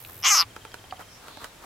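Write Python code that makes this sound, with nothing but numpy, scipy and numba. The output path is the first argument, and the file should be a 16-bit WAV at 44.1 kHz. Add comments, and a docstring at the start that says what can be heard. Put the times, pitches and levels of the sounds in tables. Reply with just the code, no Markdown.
"""Frog distress cry on pebbles

A frog seized by a snake gives one harsh cry: sharp larynx pulses ring in its open mouth,
speed up, catch, speed up again and slow to a creak. Pebbles knock and scrape under the
struggle. An insect buzzes briefly; small birds sing far off over hiss and a low hum."""
import sys
import numpy as np
from scipy import signal
from scipy.io import wavfile
from numba import njit

SR = 44100
rng = np.random.default_rng(int(sys.argv[2]) if len(sys.argv) > 2 else 0)


def digitize_waveform(pressure):
    """Quantize a signal to 16-bit integers and store it at the path in sys.argv[1].

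    Rows of a 2-D input are taken as channels; values are limited to [-1, 1].
    """
    field = np.atleast_2d(pressure).T
    bounded = np.clip(field, -1, 1)
    quanta = np.round(bounded * 32767).astype(np.int16)
    wavfile.write(sys.argv[1], SR, quanta)


N = 72765
TIME = np.arange(N) / SR

# larynx pulses: (time [s], rate [Hz])
LARYNX_RATE = [(.2304, 194.1), (.2346, 79.5), (.2469, 335.1), (.2581, 411.1), (.2683, 555.1),
               (.2766, 477.3), (.2873, 194.9), (.3068, 441), (.3229, 393.8), (.3414, 401.6), (.3524, 329.4),
               (.3706, 315.5), (.3925, 205.6), (.4169, 166.2)]
# vocal strain, scales jitter and rasp: (time [s], factor [-])
VOICE_STRAIN = [(.295, 2.6), (.31, 0.4), (.4, 1.4)]
# resonance groups: (time [s], throat [dB], middle [dB], mouth [dB], top [dB])
CRY_GROUP_LEVELS = [(0.225, -56, -51.5, -36, -63), (.247, -24.5, -22, -28, -40.5),
                    (.272, -25, -21, -20.5, -43), (0.291, -30.5, -25, -22, -34.5),
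                    (.313, -23.5, -21.5, -18, -34.5), (.35, -23.5, -31, -20, -31.5),
                    (0.412, -26, -42, -18.5, -40), (0.427, -27, -33, -33, -45), (0.446, -53, -62, -75, -97)]
# steady throat resonances: (centre [Hz], width [Hz], gain [dB])
THROAT_MODES = [(1200, 380, -1.5), (2680, 740, -9.5)]
# sinking middle resonance: (time [s], centre [Hz], width [Hz])
MIDDLE_GLIDE = [(.245, 2400, 1900), (.278, 2600, 1500), (.305, 2400, 1000), (.34, 2200, 900),
                (.365, 1550, 900)]
# mouth resonance, broad when agape, sinking as it shuts: (time [s], centre [Hz], width [Hz])
MOUTH_GLIDE = [(.236, 5500, 550), (.25, 5600, 2300), (.283, 6500, 2000), (.315, 6100, 1650),
               (.355, 5750, 1550), (.385, 5300, 950), (.415, 4850, 700), (.424, 4250, 900),
               (.435, 2300, 1500)]
# steady top resonances: (centre [Hz], width [Hz], gain [dB])
TOP_MODES = [(11500, 900, 4), (11650, 3500, 10)]
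# pebble knocks: (time [s], impulse level [dB], contact low-pass [Hz], pitch factor [-])
PEBBLE_KNOCKS = [(0.5644, -27, 3270, 1.01), (0.651, -26.5, 1590, 1.002), (0.7426, -27, 5100, 1.064),
                 (.841, -37, 1800, 0.57), (0.994, -29, 1460, 0.56), (1.283, -30.5, 4560, 1.04),
                 (1.373, -31, 2500, 0.64), (1.4428, -31, 4970, 1.42), (1.4443, -28, 8950, 1.09)]
# pebble ring at pitch factor 1: (frequency [Hz], gain [dB], t60 [s])
PEBBLE_MODES = [(467, -3, 0.012), (883, -11.5, 0.047), (1370, -2.5, 0.018), (2150, -4, 0.006),
                (2940, 2, 0.0015)]
# stone over a hollow: (frequency [Hz], gain [dB], t60 [s])
HOLLOW_MODES = [(757, 5, 0.026), (1210, 3, 0.022), (1980, 0.5, 0.0056)]
# grit ticks: (time [s], level [dB], lower mode [Hz])
GRIT_TICKS = [(0.0492, -30, 2600), (.718, -37.5, 3220), (0.9102, -30, 2920), (.97, -41.5, 2860)]
# bodies dragging over stones: (centre time [s], half length [s], level [dB])
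DRAGS = [(0.097, 0.0061, -44), (1.009, .012, -41), (1.277, 0.047, -48.5), (1.437, 0.023, -42),
         (1.649, 0.025, -45)]
# scrape spectrum: (frequency [Hz], relative density [dB])
SCRAPE_SPECTRUM = [(100, -6), (800, -0.5), (1200, 5), (2200, -11), (15000, -17.5)]
# insect resonances: (centre [Hz], width [Hz], gain [dB])
INSECT_MODES = [(11900, 700, -4.5), (14200, 1100, -6.5)]
# faint bird calls: (centre time [s], half length [s], centre [Hz], width [Hz], level [dB])
BIRD_CALLS = [(1.144, 0.04, 5460, 830, -54), (1.373, 0.088, 3900, 1130, -51.5)]
# outdoor noise: (frequency [Hz], relative density [dB])
AIR_SPECTRUM = [(25, -2), (107, -6.5), (871, -9), (2230, -13.5), (3170, -10.5), (3530, -19.5),
                (5580, -16.5), (15500, -25.5)]
# left-right likeness of air and scrapes: (frequency [Hz], correlation [0-1])
STEREO_LIKENESS = [(70, 1), (300, 0.76), (12000, 0.13)]
# distant hum: (time [s], level [dB])
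HUM_LEVEL = [(.15, -54.5), (1.65, -64)]


def larynx(rate_hz, cycles, jitter_s=1e-5, shimmer_db=.44, rebound_s=.0012, puff_s=.00052, rasp=.038):
    """Uneven pulses, each with a weak inverted rebound and a noise puff. Returns voice and sizzle."""
    strain, = in_time(VOICE_STRAIN)
    pulse_s = np.interp(np.arange(1, int(cycles[SR // 2])), cycles, TIME)
    jitter, shimmer, rebound_jitter, rebound_shimmer = rng.standard_normal((len(pulse_s), 4)).T
    pulse_s += jitter_s * np.interp(pulse_s, TIME, strain) * jitter
    pulses = clicks(pulse_s, -from_db(shimmer_db * shimmer))
    pulses += clicks(pulse_s + rebound_s + 5e-5 * rebound_jitter, from_db(-12 + 2 * rebound_shimmer))
    from_pulse_s = np.abs(cycles - np.round(cycles)) / rate_hz
    puffs = rng.standard_normal(N) * np.exp(-from_pulse_s / puff_s)
    return pulses + rasp * strain * puffs, pulses + puffs


def frog(start_s=.22):
    """The larynx rings four resonance groups; the top one is mostly wet sizzle."""
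    rate_hz, = in_time(LARYNX_RATE)
    cycles = np.cumsum(rate_hz * (TIME > start_s)) / SR
    voice, sizzle = larynx(rate_hz, cycles)
    groups = [cut(cut(resonances(voice, THROAT_MODES), 800, "high", order=4), 2740, "low", order=4),
              cut(formant(voice, MIDDLE_GLIDE), 1430, "high", order=3),
              cut(cut(formant(voice, MOUTH_GLIDE), 1580, "high"), 9340, "low", order=5),
              cut(resonances(sizzle, TOP_MODES), [9500, 14200], "band", order=3)]
    groups = np.array(groups) / np.sqrt(rate_hz)  # even power at any pulse rate
    sounding = (TIME > CRY_GROUP_LEVELS[0][0]) & (TIME < CRY_GROUP_LEVELS[-1][0])
    groups /= np.std(groups[:, sounding], axis=1, keepdims=True)
    throat, middle, mouth, top = groups * from_db(in_time(CRY_GROUP_LEVELS)) * sounding
    bright = panned(middle + mouth + top, db=1.3)
    fundamental = from_db(-42) * swell(.274, .005) * np.sin(2 * np.pi * cycles)  # near peak pitch
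    cry = throat + bright + fundamental
    echo = scatter(bright, db=-7.5, t60_s=.015, delay_s=.00044, alike=0)
    return cry + echo + scatter(cry, db=-10, t60_s=.044, delay_s=.0032, alike=.29)


def stones(clunk_s=.9243, tick_t60_s=.006):
    """Pebbles knock and crunch, a stone rocks over a hollow, grit ticks; the bed scatters it all."""
    knocks = ticks = 0
    for s, db, contact_hz, pitch in PEBBLE_KNOCKS:
        contact = cut(clicks(s, from_db(db)), contact_hz, "low", order=1)
        crunch = from_db(db - 4) * swell(s, half_s=.0014) * rng.standard_normal((2, N))
        knocks += ring(contact, PEBBLE_MODES, pitch) + cut(crunch, contact_hz, "low", order=1)
    clunk = ring(cut(clicks(clunk_s, from_db(-30.5)), 2520, "low"), HOLLOW_MODES)
    for s, db, hz in GRIT_TICKS:
        ticks += ring(clicks(s, from_db(db)), [(hz, 0, tick_t60_s), (hz * 1.57, -3, tick_t60_s)])
    direct = panned(cut(knocks, 254, "high"), db=-2.5) + panned(clunk, db=-6) + ticks
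    echo = scatter(direct, db=-8, t60_s=.055, delay_s=.00068, alike=.95)
    return direct + echo + scatter(direct, db=-14, t60_s=.19, delay_s=.0043, alike=.28)


def scrapes(grains_per_s=3400, spread_db=4.5):
    """Dense gritty grains under each drag."""
    shape = (2, 2, N)
    grains = (rng.random(shape) < grains_per_s / SR) * rng.choice([-1, 1], shape)
    sizes = from_db(spread_db * np.minimum(rng.exponential(1, shape), 4))
    envelope = sum(from_db(db) * swell(s, half_s) for s, half_s, db in DRAGS)
    return coloured(grains * sizes, SCRAPE_SPECTRUM) * envelope


def bird_song(count=11, start_s=.51, gap_s=.0538, slowing_s=.00042, note_hz=3166, fall_hz_per_s=13000):
    """A slowing run of falling whistles that swells and fades, blurred by distance."""
    notes = 0
    for k in range(count):
        s = start_s + gap_s * k + slowing_s * k * k
        t = TIME - s
        whistle = np.sin(2 * np.pi * (note_hz * t - fall_hz_per_s * t * t / 2))
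        arch_db = -2 * (2 * k / count - 1) ** 2
        notes += from_db(arch_db) * swell(s, half_s=.005) * whistle
    song = from_db(-48.5) * np.array([notes, notes])
    return song + scatter(song, db=-11, t60_s=.3, delay_s=.01, alike=.3)


def far_birds():
    """Thin, distant calls smeared into bands of noise."""
    calls = 0
    for s, half_s, hz, width_hz, db in BIRD_CALLS:
        band = cut(rng.standard_normal((2, N)), [hz - width_hz / 2, hz + width_hz / 2], "band")
        calls += from_db(db) * swell(s, half_s) * rms_one(band)
    return calls


def insect(stroke_hz=85.7, throb_db=9, end_s=.254, fade_s=.018):
    """Rapid wing strokes rub two very high resonances."""
    strokes = from_db(throb_db * np.cos(2 * np.pi * stroke_hz * (TIME - .004)))
    buzz = np.array([resonances(noise * strokes, INSECT_MODES) for noise in rng.standard_normal((2, N))])
    fade = np.clip((end_s - TIME) / fade_s, 0, 1)
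    return from_db(-47.5) * rms_one(cut(buzz, 6900, "high", order=6)) * fade


def background(hum_hz=98, width_hz=36.5):
    """Outdoor hiss and rumble with a wavering distant hum."""
    air = from_db(-50) * coloured(rng.standard_normal((2, 2, N)), AIR_SPECTRUM)
    hum = cut(rng.standard_normal(N + SR), [hum_hz - width_hz / 2, hum_hz + width_hz / 2], "band")[SR:]
    hum_db, = in_time(HUM_LEVEL)
    return air + from_db(hum_db) * rms_one(hum)


def from_db(db):
    """Decibels to gain."""
    return 10 ** (np.asarray(db) / 20)


def rms_one(x):
    """Scale to rms 1."""
    return x / np.sqrt(np.mean(x ** 2) + 1e-20)


def in_time(rows):
    """Each column of a curve, at every sample."""
    s, *columns = np.transpose(rows)
    return [np.interp(TIME, s, column) for column in columns]


def at_hz(points, hz):
    """Read a spectrum on a log axis."""
    points_hz, values = np.transpose(points)
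    return np.interp(np.log(hz), np.log(points_hz), values)


def cut(x, hz, kind, order=2):
    """Butterworth filter."""
    sos = signal.butter(order, np.clip(hz, 10, .45 * SR), kind, fs=SR, output="sos")
    return signal.sosfilt(sos, x + 1e-18)


def swell(s, half_s):
    """Gaussian envelope around s."""
    return np.exp(-.5 * np.minimum(((TIME - s) / half_s) ** 2, 100))


def clicks(s, size):
    """Impulses at exact times, each split between two samples."""
    out, at = np.zeros(N), np.clip(np.atleast_1d(s) * SR, 0, N - 2)
    np.add.at(out, at.astype(int), size * (1 - at % 1))
    np.add.at(out, at.astype(int) + 1, size * (at % 1))
    return out


@njit
def resonate(x, turn_rad, radius):
    """One complex pole; centre and damping set per sample."""
    out, z = np.zeros(len(x)), 0j
    for i in range(len(x)):
        z = z * radius[i] * np.exp(1j * turn_rad[i]) + x[i] + 1e-18
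        out[i] = z.real * (1 - radius[i])
    return out


def resonances(x, modes):
    """Parallel resonances, steady or moving."""
    step_s = np.ones(N) / SR
    return sum(from_db(db) * resonate(x, 2 * np.pi * hz * step_s, np.exp(-np.pi * width_hz * step_s))
               for hz, width_hz, db in modes)


def formant(x, curve):
    """A steep-sided resonance that glides and narrows at even loudness."""
    hz, width_hz = in_time(curve)
    mode = [(hz, width_hz, 0)]
    return resonances(resonances(x, mode), mode) / np.sqrt(width_hz)


def ring(x, modes, pitch=1):
    """Struck modes of alternating sign."""
    out = 0
    for k, (hz, db, t60_s) in enumerate(modes):
        radius, turn_rad = from_db(-60 / (t60_s * SR)), 2 * np.pi * hz * pitch / SR
        feedback = [1, -2 * radius * np.cos(turn_rad), radius ** 2]
        out += (-1) ** k * from_db(db) * signal.lfilter([0, np.sin(turn_rad)], feedback, x + 1e-18)
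    return out


def coloured(sources, spectrum):
    """Stereo half-octave bands from two mid-side pairs in turn; rms 1."""
    out, edges_hz = 0, 22 * 2 ** np.arange(0, 9.6, .5)
    for k, (low, high) in enumerate(zip(edges_hz, edges_hz[1:])):
        mid, side = cut(sources[k % 2], [low, high], "band")
        hz = np.sqrt(low * high)
        alike = at_hz(STEREO_LIKENESS, hz)
        band = np.sqrt(1 + alike) * mid + np.sqrt(1 - alike) * side * [[1], [-1]]
        out += from_db(at_hz(spectrum, hz)) * band
    return rms_one(out)


def panned(x, db):
    """Pan by left-minus-right level."""
    return x * from_db(np.array([[db], [-db]]) / 2)


def scatter(x, db, t60_s, delay_s, alike):
    """Dense decaying reflections; alike is their left-right correlation."""
    t = TIME[:SR // 4]
    noise = rng.standard_normal((3, len(t)))
    echoes = np.sqrt(alike) * noise[2] + np.sqrt(1 - alike) * noise[:2]
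    echoes *= from_db(-60 * t / t60_s) * (t > delay_s)
    echoes /= np.sqrt(np.sum(echoes ** 2, axis=1, keepdims=True))
    return from_db(db) * signal.fftconvolve(x, echoes, axes=1)[:, :N]


def scene():
    """The cry, the struggle on the stones and the garden around."""
    return frog() + stones() + scrapes() + bird_song() + far_birds() + insect() + background()


def record(dry):
    """Steep low-pass at 15.8 kHz."""
    return signal.sosfilt(signal.ellip(10, .1, 80, 15800, fs=SR, output="sos"), dry)


dry = scene()
out = record(dry)
digitize_waveform(out)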